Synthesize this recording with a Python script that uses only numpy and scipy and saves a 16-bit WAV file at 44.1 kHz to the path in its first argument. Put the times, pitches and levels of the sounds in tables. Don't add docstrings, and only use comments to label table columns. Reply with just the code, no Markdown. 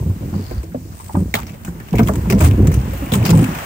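import sys
import numpy as np
from scipy import signal
from scipy.fft import rfft, irfft
from scipy.io import wavfile
from scipy.ndimage import uniform_filter1d

SR = 44100
rng = np.random.default_rng(int(sys.argv[2]) if len(sys.argv) > 2 else 0)


def gain_from_decibels(decibels):
    exponent = np.asarray(decibels, float) / 20
    return 10 ** exponent


def pcm_store(signal):
    levels = np.round(np.clip(np.atleast_2d(signal), -1, 1) * 32767)
    wavfile.write(sys.argv[1], SR, levels.astype(np.int16).T)


N = 160965
T = np.arange(N) / SR
F = np.maximum(np.arange(N // 2 + 1) * SR / N, 1)


def unit(x):
    return x / np.sqrt(np.mean(x ** 2) + 1e-18)


def read(table, hz):
    a = np.array(table, float)
    return np.interp(np.log(hz), np.log(a[:, 0]), a[:, 1])


def colour(x, table):
    return irfft(rfft(x) * gain_from_decibels(read(table, F)), N)


def octave(hz):
    return np.clip(1 - np.abs(np.log2(F / hz)), 0, 1)


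def band(x, hz, width):
    return signal.lfilter(*signal.iirpeak(min(hz, .45 * SR), max(hz / width, .3), fs=SR), x)


def walk(rate):
    k = int(SR / rate)
    steps = np.repeat(rng.standard_normal(N // k + 1), k)
    return unit(uniform_filter1d(uniform_filter1d(steps, k), k)[:N])


def ticks(rate, spread_db):
    u = rng.random((3, N))
    size_db = np.minimum(-np.log(u[2] + 1e-9), 4) * spread_db
    return (u[0] < rate / SR) * np.sign(u[1] - .5) * gain_from_decibels(size_db)


def fade(x, t60):
    return signal.lfilter([1], [1, -np.exp(-np.log(1000) / (t60 * SR))], x)


def span(start, length):
    return slice(int(start * SR), int((start + length) * SR))


def shape(at, rise, hold, t60):
    out = np.zeros(N)
    i = slice(max(int(at * SR), 0), int((at + rise + hold + 1.2 * t60) * SR))
    t = T[i] - at
    out[i] = np.clip(t / rise, 0, 1) ** 2 * gain_from_decibels(-60 * np.clip(t - rise - hold, 0, None) / t60)
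    return out


def bursts(table, noise, width, rise, t60):
    out = np.zeros_like(noise)
    for s, db, hz in table:
        i = span(s, 1.0)
        ring = unit(band(band(noise[:, i], hz, 2 * width * hz), hz, width * hz))
        out[:, i] += gain_from_decibels(db) * shape(s, rise, 0, t60)[i] * ring
    return out


WIND_HZ, WIND_WIDTH_HZ, WIND_DB, WIND_GUST_DB = 58.3, 85, -43, 2.5


def wind():
    low = rng.standard_normal((2, N))
    for _ in range(2):
        low = band(low, WIND_HZ, WIND_WIDTH_HZ)
    gusts = np.array([walk(5.34), walk(5.4)])
    return unit(low) * gain_from_decibels(WIND_DB + WIND_GUST_DB * gusts)


# time in seconds, hiss level in dB, low wash level in dB.
SLUSH_FLOW = [
    (0, -47, -46.5),
    (.62, -47.5, -43.5),
    (.72, -51, -54),
    (1.3, -47.5, -49.5),
    (1.58, -51.5, -49.5),
    (1.9, -47, -46),
    (2.0, -43, -47),
    (2.25, -43.5, -38),
    (2.9, -42, -36.5),
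    (3.65, -38, -28),
]
HISS, LOW = 1, 2


def slush_flow(column):
    a = np.array(SLUSH_FLOW)
    return gain_from_decibels(np.interp(T, a[:, 0], a[:, column]))


# pitch in Hz, level in dB per Hz.
HISS_TONE = [(3000, -20), (4000, -15.5), (8600, -12.5), (10800, -22), (13000, -15), (15600, -7.5),
             (15950, -60)]
# pitch in Hz, level in dB per Hz.
WASH_TONE = [(200, -53), (350, -7), (700, 0), (1500, -4.5), (2950, -10.5), (3150, -12.5), (6000, -38)]
SLUSH_DB, SLUSH_SWELL_DB, SLUSH_FLICKER_DB = .1, .8, 1.3


def slush(tone):
    spectrum = rfft(colour(rng.standard_normal((3, N)), tone))
    out, swell = 0, walk(4)
    for hz in 177 * 2. ** np.arange(8):
        part = irfft(spectrum * octave(hz), N)
        out = out + part * gain_from_decibels(SLUSH_SWELL_DB * swell + SLUSH_FLICKER_DB * walk(12))
    return unit(out) * gain_from_decibels(SLUSH_DB)


CHIPS_PER_S, CHIP_DB, CHIP_SPREAD_DB, CHIP_CYCLES = 45, 5, 1.5, 10
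CHIP_LOW_HZ, CHIP_HIGH_HZ = 600, 3010


def chips():
    out, t = np.zeros((3, N)), T[:2048]
    for when, pitch, size, a, b, c in rng.random((int(CHIPS_PER_S * N / SR), 6)):
        i = int(when * (N - len(t)))
        hz = CHIP_LOW_HZ * (CHIP_HIGH_HZ / CHIP_LOW_HZ) ** pitch
        envelope = gain_from_decibels(-60 * t * hz / (4 * CHIP_CYCLES)) * np.clip(t * hz / 2, 0, 1)
        ping = np.sin(2 * np.pi * hz * t * (1 + 4 * t)) * envelope
        level = gain_from_decibels(CHIP_DB - CHIP_SPREAD_DB * np.log(size + 0.027))
        out[:, i:i + len(t)] += level * ping * np.array([[1], [b - c], [a - c]])
    return out


RUB_S, RUB_LENGTH_S, RUB_DB = 2.93, .17, -44.5
RUB_HZ, RUB_CLIMB_HZ_PER_S = 195, 190


def rub():
    slip_hz = (RUB_HZ + RUB_CLIMB_HZ_PER_S * (T - RUB_S)) * (1 + .004 * walk(60))
    turns = np.cumsum(slip_hz) / SR
    squeak = sum(gain_from_decibels(3 * walk(30)) * np.sin(2 * np.pi * k * (turns + k / 7)) for k in range(5, 14))
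    return gain_from_decibels(RUB_DB) * shape(RUB_S, RUB_LENGTH_S / 2, RUB_LENGTH_S / 2, .05) * unit(squeak)


# pitch in Hz, level in dB, time to die by 60 dB in seconds.
PADDLE_MODES = [(2158, 0, 0.0058), (3740, -12.5, 0.012), (7000, -14.5, 0.015)]
PADDLE_S, PADDLE_RISE_S = 1.3395, 0.0018


def paddle():
    return sum(gain_from_decibels(db) * shape(PADDLE_S, PADDLE_RISE_S, 0, t60) * np.sin(2 * np.pi * hz * T)
               for hz, db, t60 in PADDLE_MODES)


SNAPS_PER_S, SNAP_SPREAD_DB, SNAP_DB, SNAP_T60_S = 35, 3.5, -12, .012


def snaps(noise):
    out = np.zeros((3, N))
    for hz in (5500, 14000):
        clicks = unit(fade(np.abs(ticks(SNAPS_PER_S, SNAP_SPREAD_DB)), SNAP_T60_S))
        out += gain_from_decibels(SNAP_DB) * clicks * slush_flow(HISS) * unit(band(noise, hz, hz / 2))
    return out


# start in seconds, level in dB, pitch in Hz.
POPS = [(0.099, -34, 900), (0.222, -28, 600), (0.633, -24, 452), (0.717, -34, 1540), (0.921, -32.5, 1160),
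        (1.279, -29, 571), (1.34, -14, 603), (2.0, -13.5, 1230), (2.086, -11.5, 1120), (2.255, -23, 860),
        (2.407, -15, 1300), (2.43, -11, 634), (2.47, -24, 750), (2.534, -19, 586), (2.93, -21.5, 560),
        (3.121, -12, 480), (3.229, -15, 450), (3.26, -31, 716), (3.33, -10.5, 880), (3.5, -27, 603),
        (3.621, -21.5, 640), (0.337, -21.5, 910), (0.509, -20.5, 490), (0.744, -14.5, 513),
        (0.997, -25, 960), (1.092, -19, 810), (1.15, -11.5, 900), (1.372, -16, 890), (1.542, -27, 515),
        (1.674, -29, 1480), (1.804, -31.5, 1700), (1.937, -12.5, 646), (1.995, -13, 660),
        (2.09, -10.5, 567), (2.405, -14, 635), (3.14, -18, 1080)]
POP_WIDTH, POP_GAIN_DB, POP_RISE_S, POP_T60_S = 0.32, -7, 0.0024, 0.08


def pops(noise):
    return gain_from_decibels(POP_GAIN_DB) * bursts(POPS, noise, POP_WIDTH, POP_RISE_S, POP_T60_S)


GRIT_PER_S, GRIT_SPREAD_DB, GRIT_T60_S = 600, 4.5, .012


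def grit():
    return unit(fade(np.abs(ticks(GRIT_PER_S, GRIT_SPREAD_DB)), GRIT_T60_S))


# start in seconds, length in seconds, level in dB, strongest pitch in Hz.
CRUMBLES = [(0.29, 0.29, -49.5, 4600), (0.898, 0.32, -47, 8370), (1.354, 0.035, -33, 1150),
            (1.404, 0.028, -43, 1970), (1.473, 0.032, -43.5, 2400), (1.531, 0.02, -47.5, 2300),
            (1.648, 0.036, -46, 7300), (1.932, 0.092, -37, 2230), (2.055, 0.036, -39.5, 8350),
            (2.296, 0.016, -26, 5300), (2.373, 0.053, -31.5, 7700), (2.405, 0.054, -28, 1130),
            (2.431, 0.036, -30, 8750), (2.713, 0.06, -41.5, 6250), (3.121, 0.039, -27, 8100),
            (3.243, 0.041, -27.5, 5020), (3.296, 0.017, -32, 4930), (3.31, 0.13, -37, 8400),
            (3.554, 0.062, -45, 1900)]
CRUMBLE_RISE, CRUMBLE_T60_S = 0.25, 0.12
CRUMBLE_RING_DB, CRUMBLE_RING_WIDTH = -2, .2
PURE_AFTER_S = .05


def crumbling(noise, ice):
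    common = grit()
    parts = [irfft(rfft(ice) * octave(hz), N) * (common + grit()) for hz in 500 * 2. ** np.arange(6)]
    wide = unit(sum(parts))
    narrow, out = grit() + common, np.zeros((3, N))
    for s, length, db, hz in CRUMBLES:
        i = span(s, length + 0.28)
        pure = np.sqrt(np.clip(length / PURE_AFTER_S, 1, 2))
        tone = unit(band(noise[:, i], hz, CRUMBLE_RING_WIDTH * hz / pure ** 2))
        ring = pure * gain_from_decibels(CRUMBLE_RING_DB) * narrow[i] * tone
        envelope = shape(s, CRUMBLE_RISE * length, (1 - CRUMBLE_RISE) * length, CRUMBLE_T60_S)[i]
        out[:, i] += gain_from_decibels(db) * envelope * (wide[:, i] + ring / 2)
    return out


# start in seconds, level in dB, pitch of the ring in Hz.
CRACKS = [(0.5097, -34, 1990), (0.631, -34.5, 8600), (0.9996, -36, 2000), (1.399, -33, 7000),
          (1.4925, -39, 2490), (1.8, -32, 2190), (1.885, -33.5, 2880), (1.954, -34, 2070),
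          (2.084, -18.5, 1420), (2.215, -34, 2320), (2.454, -21, 2140), (2.51, -24, 2740),
          (2.7161, -24, 2000), (2.9343, -29, 13400), (2.9744, -30, 13500), (3.0395, -36, 13000),
          (3.1193, -16, 3470), (3.253, -21, 4800), (3.261, -15.5, 2660), (3.2922, -15.5, 2830),
          (3.3042, -16, 7300), (3.39, -25, 2480), (3.5869, -24, 1990), (1.34, -9, 2180),
          (1.3517, -11.5, 3600), (1.467, -31, 5450), (1.6479, -25, 7650), (1.929, -26, 2850),
          (1.982, -19.5, 2700), (1.9922, -20, 2120), (2.031, -26.5, 5540), (2.0723, -24.5, 3070),
          (2.135, -26.5, 7430), (2.155, -23, 7700), (2.1784, -34, 14600), (2.2997, -14, 2470),
          (2.3226, -15.5, 2060), (2.4051, -19, 2330), (2.6709, -18.5, 7150), (2.7396, -22.5, 9100),
          (3.1358, -11.5, 3200), (3.2264, -25, 2600), (3.3737, -21.5, 8250), (3.4412, -19, 2620),
          (3.549, -23, 2350)]
CRACK_GAIN_DB, CRACK_RISE_S, CRACK_T60_S = -3.5, 0.00067, 0.042
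CRACK_RING_DB, CRACK_RING_WIDTH = -5, 0.31


def cracks(noise, ice):
    envelope = sum(gain_from_decibels(db + CRACK_GAIN_DB) * shape(s, CRACK_RISE_S, 0, CRACK_T60_S) for s, db, _ in CRACKS)
    ring = bursts(CRACKS, noise, CRACK_RING_WIDTH, CRACK_RISE_S, CRACK_T60_S)
    return ice * envelope + gain_from_decibels(CRACK_GAIN_DB + CRACK_RING_DB) * ring


# pitch in Hz, level in dB per Hz.
ICE_TONE = [(350, -20), (700, -2.5), (1500, -7.5), (2500, -9), (4000, -16.5), (8500, -16), (10800, -24),
            (15600, -10.5), (16900, -58)]


def breaking():
    noise = rng.standard_normal((3, N))
    ice = unit(colour(noise, ICE_TONE))
    return crumbling(noise, ice) + snaps(noise) + cracks(noise, ice) + pops(noise)


# start in seconds, level in dB, pitch in Hz, level of the overtones in dB.
KNOCKS = [(0.005, -16, 136, -19), (0.059, -17, 167, -16), (0.231, -27.5, 203.5, -15),
          (0.327, -19.5, 199, -9), (0.513, -28, 353, -1.5), (0.633, -31.5, 326.4, -6),
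          (0.746, -19, 253, -10), (1.143, -20, 280.2, -3.5), (1.167, -9, 189.4, -5.5), (1.34, -21, 223, 1),
          (1.68, -20, 170.4, -5), (1.936, -18.5, 233.7, 1), (1.991, -7, 221, 3.5), (2.007, -6, 234.8, -8.5),
          (2.093, -13, 200, 3), (2.168, -14, 165.6, -23), (2.27, -15, 196, -8), (2.303, -15, 388.4, -15),
          (2.326, -11, 210.5, -0.5), (2.41, -13, 322, 3), (2.603, -10.5, 205.2, -13),
          (2.677, -5.5, 154.9, -11.5), (2.772, -8.5, 124.9, -8), (2.91, -23, 188, -8),
          (3.021, -20.5, 272, -3), (3.123, -11.5, 221, -14), (3.155, -10.5, 198, -4.5),
          (3.3, -12.5, 177.2, 0.5), (3.391, -11.5, 179.8, 0), (3.422, -9.5, 256.6, -10),
          (3.561, -26, 143.5, -21)]
# pitch as a multiple of the knock's, level in dB.
KNOCK_MODES = [(1, 3), (.45, -3.5), (2.0, -5.5), (3.0, -10.5), (4.4, -15), (6.8, -16.5)]
KNOCK_RISE_S, KNOCK_T60_S, KNOCK_GAIN_DB = 0.003, 0.14, 0.5
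KNOCK_DAMP = .4


def knocks():
    out, odd = np.zeros(N), rng.random((len(KNOCKS), 12))
    for (s, db, hz, upper_db), u in zip(KNOCKS, odd):
        i = span(s, .4)
        for k, (ratio, mode_db) in enumerate(KNOCK_MODES):
            f = hz * ratio * (1 + .12 * (u[k] - .5) * (k > 0))
            level = gain_from_decibels(db + mode_db + upper_db * (k > 1) + KNOCK_GAIN_DB)
            envelope = shape(s, KNOCK_RISE_S, 0, KNOCK_T60_S / ratio ** KNOCK_DAMP)[i]
            out[i] += level * envelope * np.sin(2 * np.pi * (f * T[i] + u[k + 6]))
    return out


# pitch in Hz, level in dB.
HULL_MODES = [(65, -0.5), (92, 2.5), (120, 0.5), (160, 3), (200, -6), (262, -10.5), (320, -19), (430, -22),
              (650, -15.5), (950, -18.5)]
# start in seconds, length in seconds, grinding level in dB, bass tilt in dB.
SHOVES = [(-.05, 0.11, -16, 3), (0.194, 0.22, -22, 1), (0.488, 0.077, -22.5, 4), (0.66, 0.14, -37.5, -1),
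          (1.135, 0.06, -14.5, 1.5), (1.333, 0.21, -29.5, 1), (1.55, 0.15, -31, 0.5),
          (1.917, 0.18, -15.5, -0.5), (2.145, 0.098, -18.5, 1), (2.283, 0.18, -10, 1),
          (2.407, 0.14, -10, 1.5), (2.567, 0.15, -11, 1), (2.809, 0.21, -19.5, 1.5),
          (3.116, 0.069, -16.5, -1), (3.22, 0.16, -19.5, -1.5), (3.467, 0.044, -24.5, 2)]
SHOVE_RISE_S, SHOVE_T60_S, CREEP_DB = 0.017, 0.52, -35
SLIPS_PER_S, SLIP_SPREAD_DB, SLIP_PUSH_S = 400, 2.5, 0.00076
GRIND_FLICKER_DB, GRIND_LUMP_DB, HULL_WIDTH = 3, 2.5, .32


def grinding():
    jolts = uniform_filter1d(ticks(SLIPS_PER_S, SLIP_SPREAD_DB), int(SLIP_PUSH_S * SR) + 1)
    modes = []
    for hz, db in HULL_MODES:
        flicker = gain_from_decibels(db + GRIND_FLICKER_DB * walk(14))
        modes.append(flicker * unit(band(band(jolts, hz, 2 * HULL_WIDTH * hz), hz, HULL_WIDTH * hz)))
    shapes = [shape(s, SHOVE_RISE_S, length, SHOVE_T60_S) for s, length, _, _ in SHOVES]

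    def force(way):
        power = gain_from_decibels(2 * CREEP_DB)
        for (_, _, db, tilt_db), envelope in zip(SHOVES, shapes):
            power = power + (gain_from_decibels(db + way * tilt_db) * envelope) ** 2
        return np.sqrt(power)

    bass, upper = sum(modes[:2]), sum(modes[2:])
    return (bass * force(0.29) + upper * force(-3.2)) * gain_from_decibels(GRIND_LUMP_DB * walk(24.95)) / 2


# pitch in Hz, difference in dB.
LEFT_OVER_RIGHT = [(300, -0.5), (1300, 0), (2400, 2.5), (8500, 4), (10500, 3.5), (12500, -6.5),
                   (16000, -17)]
# pitch in Hz, share from 0 to 1.
APART = [(200, .05), (700, 0.6), (2000, 0.78), (5000, 1), (12000, 0.83)]
AIR_LAG_S, HULL_LAG_S = 0.000418, 0.00017


def scene():
    hiss = slush(HISS_TONE) * slush_flow(HISS)
    low_wash = (slush(WASH_TONE) + chips()) * slush_flow(LOW)
    air = rfft(breaking() + hiss + low_wash)
    apart = np.clip(read(APART, F), 0, 1)
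    spread = np.sqrt(1 - apart) * air[0] + np.sqrt(apart) * air[1:]
    side = np.array([[1], [-1]])

    def late(lag):
        return np.exp(-1j * np.pi * F * lag * side)

    both = (rfft(paddle()) + spread) * late(AIR_LAG_S) + rfft(grinding() + knocks()) * late(HULL_LAG_S)
    tilt = gain_from_decibels(read(LEFT_OVER_RIGHT, F) * side / 2)
    tilt = tilt / np.sqrt(np.mean(tilt ** 2, axis=0))
    return irfft(both * tilt, N) + wind() + rub()


def roll_off(x):
    return signal.sosfilt(signal.butter(12, 17160, fs=SR, output="sos"), x)


LOW_CUT_HZ, TOP_HZ, CLIP = 53, 15970, 0.97


def record(dry):
    low_cut = signal.butter(3, LOW_CUT_HZ, "high", fs=SR, output="sos")
    top_cut = signal.ellip(8, .3, 60, TOP_HZ, fs=SR, output="sos")
    x = signal.sosfilt(low_cut, dry)
    x = CLIP * np.tanh(x / CLIP)
    return roll_off(signal.sosfilt(top_cut, x))


dry = scene()
out = record(dry)
pcm_store(out)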